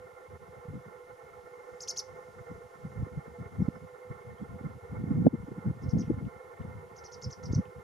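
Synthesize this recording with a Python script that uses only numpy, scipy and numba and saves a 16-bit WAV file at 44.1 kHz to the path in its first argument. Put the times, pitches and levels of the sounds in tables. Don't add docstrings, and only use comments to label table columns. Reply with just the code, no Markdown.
import sys
import numpy as np
from scipy import signal
from scipy.fft import rfft, irfft, next_fast_len
from scipy.io import wavfile
from scipy.ndimage import uniform_filter1d
from numba import njit

SR = 44100
rng = np.random.default_rng(int(sys.argv[2]) if len(sys.argv) > 2 else 0)


def wav_out(sig):
    wavfile.write(sys.argv[1], SR, np.round(np.clip(np.atleast_2d(sig).T, -1, 1) * 32767).astype(np.int16))


N = 345303
T = np.arange(N) / SR


# t/s, upsweep/s, arch/s, top f/Hz, level/dB, arch against the rest/dB
NEAR_CHIRPS = [(1.8, .013, 0.017, 7720, -39, 4.5), (1.874, .0165, 0.0087, 7020, -29, 3.5),
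               (1.96, .021, 0.0092, 7020, -27.5, -1.5), (5.81, 0.017, .007, 6940, -58, -8),
               (5.885, 0.014, 0.0056, 6850, -50, -9), (5.977, 0.012, 0.016, 6880, -47.5, -2),
               (6.958, 0.011, .015, 7200, -53.5, -2), (7.035, 0.013, 0.011, 6450, -48, 0),
               (7.114, .013, .010, 6630, -45.5, -4), (7.214, 0.017, 0.0094, 7280, -40.5, -3),
               (7.299, .017, 0.01, 6860, -43, -5), (7.427, 0.013, 0.015, 6690, -45, -7.5),
               (7.516, .016, .011, 7000, -43.5, -7)]
# t/s, treble level/dB
BEAMED_TREBLE = [(1.9, -6), (5.9, -12), (7.3, -22)]
def near_bird(ordinary_db=-50):
    out = np.zeros((2, N))
    for s, sweep_s, arch_s, top_hz, db, arch_db in NEAR_CHIRPS:
        scatter_db = 1.5 - 0.2659 * max(db - ordinary_db, 0)
        voice = syrinx(sweep_s, arch_s, top_hz, arch_db)
        chirp = throat(voice, treble_db=np.interp(s, *np.transpose(BEAMED_TREBLE)))
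        add(out, s, undb(db) * signal.fftconvolve(chirp[None], reeds(scatter_db), axes=1))
    return out


# share of the sweep, share of the top pitch, level/dB
UPSWEEP = [(0, .37, -13), (0.251, .49, -7.5), (0.542, .64, 0.5), (.8, .84, -6)]
# share of the arch, share of the top pitch, level/dB
CREST = [(0, 1, -5.5), (0.201, 0.94, -5.5), (.55, .88, -3), (.88, .93, -9)]
# t/s after the arch, f/Hz, level/dB
ZIGZAG = [(.001, 5330, -4.5), (.003, 5030, 1.5), (.007, 5900, -3.5), (.009, 5390, -2), (.0112, 4350, 0),
          (0.014, 4800, -6.5), (.0185, 3790, -5.5)]
def syrinx(sweep_s, arch_s, top_hz, arch_db, second_ratio=.87, second_db=-8, overtone_db=-10,
           jitter=.035, rasp=.33, falter_db=2.2, fizz_db=-8, edge_s=0.0012):
    contour = [(share * sweep_s, part * top_hz, db) for share, part, db in UPSWEEP]
    contour += [(sweep_s + share * arch_s, part * top_hz, db + arch_db) for share, part, db in CREST]
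    contour += [(sweep_s + arch_s + s, hz, db) for s, hz, db in ZIGZAG]
    s, hz, db = np.transpose(contour)
    t = np.arange(0, s[-1], 1 / SR)
    n = len(t)
    pitch = np.interp(t, s, hz * (1 + .02 * rng.standard_normal(len(hz))))
    phase = phase_of(pitch * (1 + jitter * walk(1500, n)))
    second_phase = phase_of(second_ratio * pitch * (1 + jitter * walk(1500, n)))
    second = undb(second_db) * (np.sin(second_phase) + undb(overtone_db) * np.sin(2 * second_phase))
    blur = 1.1 * np.clip(t / (sweep_s + arch_s), 0, 1) * walk(3000, n)
    overtones = undb(overtone_db) * np.sin(2 * phase + blur) + undb(-24) * np.sin(3 * phase)
    voice = np.sqrt(2) * (np.sin(phase) + second + overtones) + undb(fizz_db) * rng.standard_normal(n)
    edges = np.clip(np.minimum(t, t[-1] - t) / edge_s, 0, 1)
    swell = undb(np.interp(t, s, db) + falter_db * walk(220, n))
    return voice * edges * swell * (1 + rasp * walk(2000, n))


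# f/Hz, level/dB
THROAT_RESPONSE = [(1200, -62), (2400, -17.5), (3200, -20), (4000, -21.5), (4600, -12.5), (5300, -3.5),
                   (6100, 0), (6900, -6.5), (7600, -17), (8300, -21.5), (10300, -8.5), (11800, -17.5),
                   (14500, -19)]
def throat(voice, treble_db, shelf_hz=8300):
    n = len(voice)
    gain = colour(THROAT_RESPONSE, n) * undb(treble_db * (bins(n) > shelf_hz))
    size = next_fast_len(n, True)
    return irfft(rfft(voice, size) * gain, size)


def reeds(scatter_db, gap_s=0.0021, near_decay_s=0.0092, far_t60_s=0.19, far_db=-7.5):
    n = SR // 3
    t = T[:n]

    def echoes(band, decay_s, side_db):
        return spread(noise(band, n), noise(band, n), side_db) * np.exp(-t / decay_s) / np.sqrt(decay_s)

    near = echoes(resonance(10200, 7600, n), near_decay_s, side_db=-13)
    far = echoes(resonance(5200, 4000, n), far_t60_s / np.log(1000), side_db=-7)
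    onset = 1 - np.exp(-(t / gap_s) ** 2)
    response = undb(scatter_db) * (near + undb(far_db) * far) * onset * 2 / SR
    response[:, 0] += 1
    return response


# t/s, relative level/dB
BREEZE_STRENGTH = [(0.0, -54.5), (0.22, -79), (0.34, -53.5), (0.48, -59), (0.74, -49.5), (1.02, -67.5),
                   (2.94, -55.5), (3.02, -47.5), (3.78, -44.5), (4.02, -64), (4.46, -45.5), (4.9, -51),
                   (4.96, -38), (5.26, -31.5), (5.3, -46), (5.8, -47.5), (5.88, -35), (6.2, -38),
                   (6.52, -61.5), (6.62, -40), (7.12, -63.5), (7.56, -39), (7.7, -60.5), (7.82, -50)]
# t/s, level/dB, length/s, f/Hz, left minus right/dB
STRONG_EDDIES = [(.687, -39, 0.0074, 146.4, -5), (.755, -40.5, 0.055, 169, 2.5),
                 (.875, -48.5, 0.028, 149.5, -1), (2.125, -55, 0.083, 121.7, 2),
                 (2.412, -45.5, 0.019, 140.2, -3), (2.514, -40.5, 0.024, 140.2, 3),
                 (2.855, -37.5, 0.034, 149, 1), (3.0, -33, 0.058, 115.2, -3.5), (3.03, -30, 0.011, 135, -2),
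                 (3.177, -32, 0.024, 135, -2), (3.605, -26, 0.033, 119.8, 2), (3.621, -21, 0.012, 175.4, 6),
                 (3.685, -21.5, 0.0049, 233.3, -8), (4.11, -32.5, 0.014, 122.4, 0),
                 (4.425, -36, 0.02, 201.6, -4), (4.657, -32, 0.027, 157.5, -2),
                 (4.972, -33, 0.018, 136.6, 0), (5.04, -26.5, 0.0059, 189, -4),
                 (5.116, -24.5, 0.023, 195.6, -3), (5.153, -28, 0.033, 181.8, -1),
                 (5.217, -28, 0.024, 167, -5.5), (5.25, -28.5, 0.0082, 229, -6),
                 (5.262, -16, 0.012, 226, -2.5), (5.269, -15, 0.0038, 289.7, 13.5),
                 (5.274, -11.5, 0.012, 205, -6), (5.343, -25.5, 0.016, 248.3, 4.5),
                 (5.485, -39.5, 0.012, 223, -4), (5.52, -33, 0.012, 199, -2), (5.583, -37.5, 0.02, 197, -1),
                 (5.675, -26, 0.031, 190, 0), (5.705, -26, 0.015, 154, 0),
                 (5.885, -24.5, 0.0076, 116.8, -4.5), (5.937, -23.5, 0.0078, 148.5, 11),
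                 (5.953, -27, 0.025, 208.7, -5), (5.977, -26, 0.018, 173.3, 1),
                 (5.998, -28.5, 0.022, 178.2, 1), (6.08, -31, .014, 140.5, 0),
                 (6.104, -20.5, 0.0067, 221.4, 5), (6.117, -28.5, 0.011, 158.2, -9),
                 (6.136, -32, 0.022, 128.4, 0), (6.183, -32, 0.01, 162.5, 4),
                 (6.23, -35.5, 0.038, 170.8, 5), (6.609, -32.5, 0.017, 135.5, 1),
                 (6.768, -37, 0.027, 118.1, -1), (7.271, -35.5, 0.038, 129.4, -3),
                 (7.508, -27.5, 0.011, 119.3, -1), (7.535, -21.5, 0.0027, 138.5, -5),
                 (7.563, -22.5, 0.013, 113.7, 0), (7.591, -24, 0.022, 170, -0.5)]
def wind(calm_db=-51, gust_db=-36.5, rumble_db=-4, flutter_db=10, low_cut_hz=72):
    breeze = curve(BREEZE_STRENGTH)
    gust = np.clip((breeze - calm_db) / (gust_db - calm_db), 0, 1)
    out = np.sqrt(1 - gust) * rumble(0.8) + np.sqrt(gust) * rumble(1.06)
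    out *= undb(breeze + rumble_db + flutter_db * np.minimum(walk(42), 1.1))
    for s, db, length_s, hz, pan_db in list(STRONG_EDDIES) + small_eddies(breeze):
        t, thump = eddy(hz, length_s)
        add(out, s + t[0], undb(db) * pan(pan_db) * thump)
    return signal.sosfilt(signal.butter(3, low_cut_hz, "high", fs=SR, output="sos"), out)


# f/Hz, relative level/dB
TURBULENCE = [(20, -23.5), (40, -25.5), (65, -1.5), (100, 5.5), (160, -0.5), (240, -3.5), (330, -18.5),
              (450, -27.5), (700, -33.5), (1500, -59.5), (3000, -87)]
def rumble(hz_ratio, side_db=-6):
    gain = colour([(hz * hz_ratio, db) for hz, db in TURBULENCE])
    apart = colour([(50, -5), (130, 1.5), (300, 12.0)])
    return spread(unit(noise(gain)), unit(noise(gain * apart)), side_db)


# f/Hz, relative level/dB
PORT_CRACK = [(200, -20), (420, 13.5), (900, -8.5), (1400, -11.5), (2600, -29), (4000, -47), (7000, -30),
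              (12000, -51)]
def eddy(hz, length_s, wander=0.3, apart_rad=0.68, churn_db=-6, crack_db=-31):
    n = SR // 6
    t = T[:n] - T[n // 2]
    phase = 2 * np.pi * rng.random() + phase_of(hz * np.exp(wander * walk(400, n)))
    lead = apart_rad * np.tanh(2 * walk(58.2, n))
    swings = np.sqrt(2) * np.cos(phase + lead * np.array([[1], [-1]]))
    churn = unit(noise(colour([(f * hz / 150, db) for f, db in TURBULENCE], n), n))
    crack = unit(noise(colour(PORT_CRACK, n), n))
    bell = np.exp(-np.log(16) * (t / length_s) ** 2)
    return t, (swings + undb(churn_db) * churn + undb(crack_db) * crack) * bell


def small_eddies(breeze, per_s=9, typical_s=0.0086, typical_hz=149.6):
    count = int(per_s * N / SR)
    offset, weakness, stretch = rng.uniform(-0.68, 1, (count, 3)).T
    s = (np.arange(count) + .5 + offset / 2) / per_s
    db = np.interp(s, T, breeze) + 2 - 8 * weakness
    slowness = 2 ** (stretch / 2)
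    return list(zip(s, db, typical_s * slowness, typical_hz / slowness, np.zeros(count)))


# t/s, length/s, level/dB
LULLS = [(0.29, 0.018, -10), (0.386, 0.017, -20), (0.483, 0.059, -5)]
def motor_hum():
    lull_db = sum(db * np.exp(-(2 * (T - s) / length_s) ** 2) for s, length_s, db in LULLS)
    return undb(lull_db) * (camera_body() + whirr() + thin_tone())


# f/Hz, width/Hz, level/dB per Hz, left minus right/dB, left lead/rad
BODY_MODES = [(399, 78, -79, -2.5, 1.5), (477.5, 88, -75, -0.5, 0.32), (684, 30.6, -83.5, 14, 0.5),
              (795.5, 86, -86, -12, 2), (844, 60, -82, -10.5, 4), (870, 72, -89, 6, 2),
              (1059, 79, -82.5, -11, 2.5), (1189, 105, -91.5, 12, 1.5), (1340, 63, -86.5, -16.5, 4),
              (1402, 41, -84, -14, -0.5), (1498, 110, -94, -11, -1), (1809.5, 115, -87, -6, -1.9),
              (2095.5, 74, -85, -1, -1.2), (2164, 65, -88.5, -3, -1)]
def camera_body(side_db=-8, flicker_db=2.5):
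    out = np.zeros((2, N))
    for hz, width_hz, db, pan_db, lead in BODY_MODES:
        ports = pan(pan_db) * np.exp(.5j * lead * np.array([[1], [-1]]))
        gain = undb(db) * resonance(hz, width_hz) * ports
        out += spread(noise(gain), noise(gain), side_db)
    return out * undb(flicker_db * walk(60))


# f/Hz, width/Hz, level/dB, left minus right/dB
MAIN_NOTE = (499.5, 16, -55, -6)
def whirr(waver_hz=7, wavers_per_s=1.1):
    hz, width_hz, db, pan_db = MAIN_NOTE
    pitch = hz + waver_hz * (np.sin(2 * np.pi * wavers_per_s * T) + .5 * walk(5))
    amplitude = unit(walk(2 * width_hz) + 1j * walk(2 * width_hz) + 0.46)
    return np.sqrt(2) * undb(db) * pan(pan_db) * np.real(amplitude * np.exp(1j * phase_of(pitch)))


# t/s, level/dB
THIN_SWELL = [(4.3, -87), (4.7, -72), (6.0, -74.5), (6.5, -76), (6.8, -69), (7.5, -66), (7.8, -88)]
def thin_tone(hz=959):
    level = undb(curve(THIN_SWELL) + 2.4 * walk(9))
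    return np.sqrt(2) * level * np.sin(phase_of(hz + 4 * walk(14)))


# t/s, length/s, start f/Hz, end f/Hz, level/dB
FAR_WHISTLES = [(3.606, 0.049, 6330, 4570, -73), (3.645, 0.055, 4750, 3920, -80),
                (3.74, 0.042, 5600, 4800, -75), (4.37, 0.033, 2820, 3530, -68),
                (4.41, 0.046, 3400, 3290, -78)]
def far_bird(scatter_db=7):
    out = np.zeros((2, N))
    for s, length_s, start_hz, end_hz, db in FAR_WHISTLES:
        pitch = np.linspace(start_hz, end_hz, int(length_s * SR))
        whistle = np.hanning(len(pitch)) * np.sin(phase_of(pitch))
        add(out, s, undb(db) * signal.fftconvolve(whistle[None], reeds(scatter_db), axes=1))
    return out


# t/s, f/Hz, level/dB
TICKS = [(.302, 2900, -78), (6.025, 2780, -60.5), (6.041, 3260, -67), (6.059, 2900, -65), (6.25, 2900, -66),
         (6.616, 2900, -64), (7.086, 3020, -69), (7.653, 2880, -63)]
def dry_stems(decay_s=0.0086, width_hz=1100):
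    out = np.zeros((2, N))
    n = SR // 30
    for s, hz, db in TICKS:
        ring = unit(noise(resonance(hz, width_hz, n), n))
        add(out, s, undb(db) * ring * np.exp(-T[:n] / decay_s))
    return out


# t/s, level/dB
HISS_SWELL = [(0, -112), (1.8, -75), (2.3, -79), (3.7, -82), (4.3, -102)]
def high_hiss_swell(hz=6000, width_hz=3600, side_db=-6):
    band = resonance(hz, width_hz)
    level = undb(curve(HISS_SWELL) + 1.4 * walk(8.5))
    return level * spread(unit(noise(band)), unit(noise(band)), side_db)


# f/Hz, level/dB per Hz
NOISE_FLOOR = [(20, -100), (90, -100.5), (250, -105), (560, -95.5), (900, -94), (1600, -108),
               (2600, -107.5), (3400, -109), (4300, -113), (6200, -111.5), (8000, -114.5), (8400, -121),
               (8800, -114), (9800, -112.5), (12500, -117.5), (15000, -124)]
def hiss(side_db=-6):
    gain = colour(NOISE_FLOOR)
    return spread(noise(gain), noise(gain), side_db)


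def undb(db):
    return 10 ** (np.asarray(db) / 20)


def unit(x):
    return x / np.sqrt(np.mean(np.abs(x) ** 2))


def curve(rows):
    return np.interp(T, *np.transpose(rows))


def phase_of(hz):
    return 2 * np.pi * np.cumsum(hz) / SR


def pan(db):
    return undb(np.array([[db], [-db]]) / 2)


def bins(n):
    return np.fft.rfftfreq(next_fast_len(n, True), 1 / SR)


def colour(points, n=N):
    hz, db = np.transpose(points)
    return undb(np.interp(np.log(bins(n) + 1), np.log(hz), db))


def resonance(hz, width_hz, n=N):
    return 1 / (1 + (2 * (bins(n) - hz) / width_hz) ** 2)


def noise(gain, n=N):
    size = next_fast_len(n, True)
    return irfft(rfft(rng.standard_normal(size)) * gain, size)[..., :n] * np.sqrt(SR / 2)


def walk(per_s, n=N):
    hold = max(int(SR / per_s), 1)
    steps = np.repeat(rng.standard_normal(n // hold + 1), hold)
    return 1.276 * uniform_filter1d(uniform_filter1d(steps, hold), hold)[:n]


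def spread(mid, side, side_db):
    return (mid + undb(side_db) * side * np.array([[1], [-1]])) / np.sqrt(1 + undb(side_db) ** 2)


def add(out, s, sound):
    start = int(s * SR)
    part = sound[..., max(-start, 0):max(N - start, 0)]
    out[:, max(start, 0):max(start, 0) + part.shape[-1]] += part


@njit
def follow(x, attack, release):
    out, level = np.empty(len(x)), 0.
    for i in range(len(x)):
        level += (x[i] - level) * (attack if x[i] > level else release)
        out[i] = level
    return out


def scene():
    return near_bird() + far_bird() + dry_stems() + wind() + motor_hum() + high_hiss_swell() + hiss()


def record(dry, threshold_db=-16.5, attack_s=0.013, release_s=.22, top_hz=15000):
    envelope = follow(np.abs(dry).max(axis=0), 1 / (attack_s * SR), 1 / (release_s * SR))
    gain = np.minimum(1, undb(threshold_db) / (envelope + 1e-9))
    return signal.sosfilt(signal.ellip(8, .2, 70, top_hz, fs=SR, output="sos"), dry * gain)


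dry = scene()
out = record(dry)
wav_out(out)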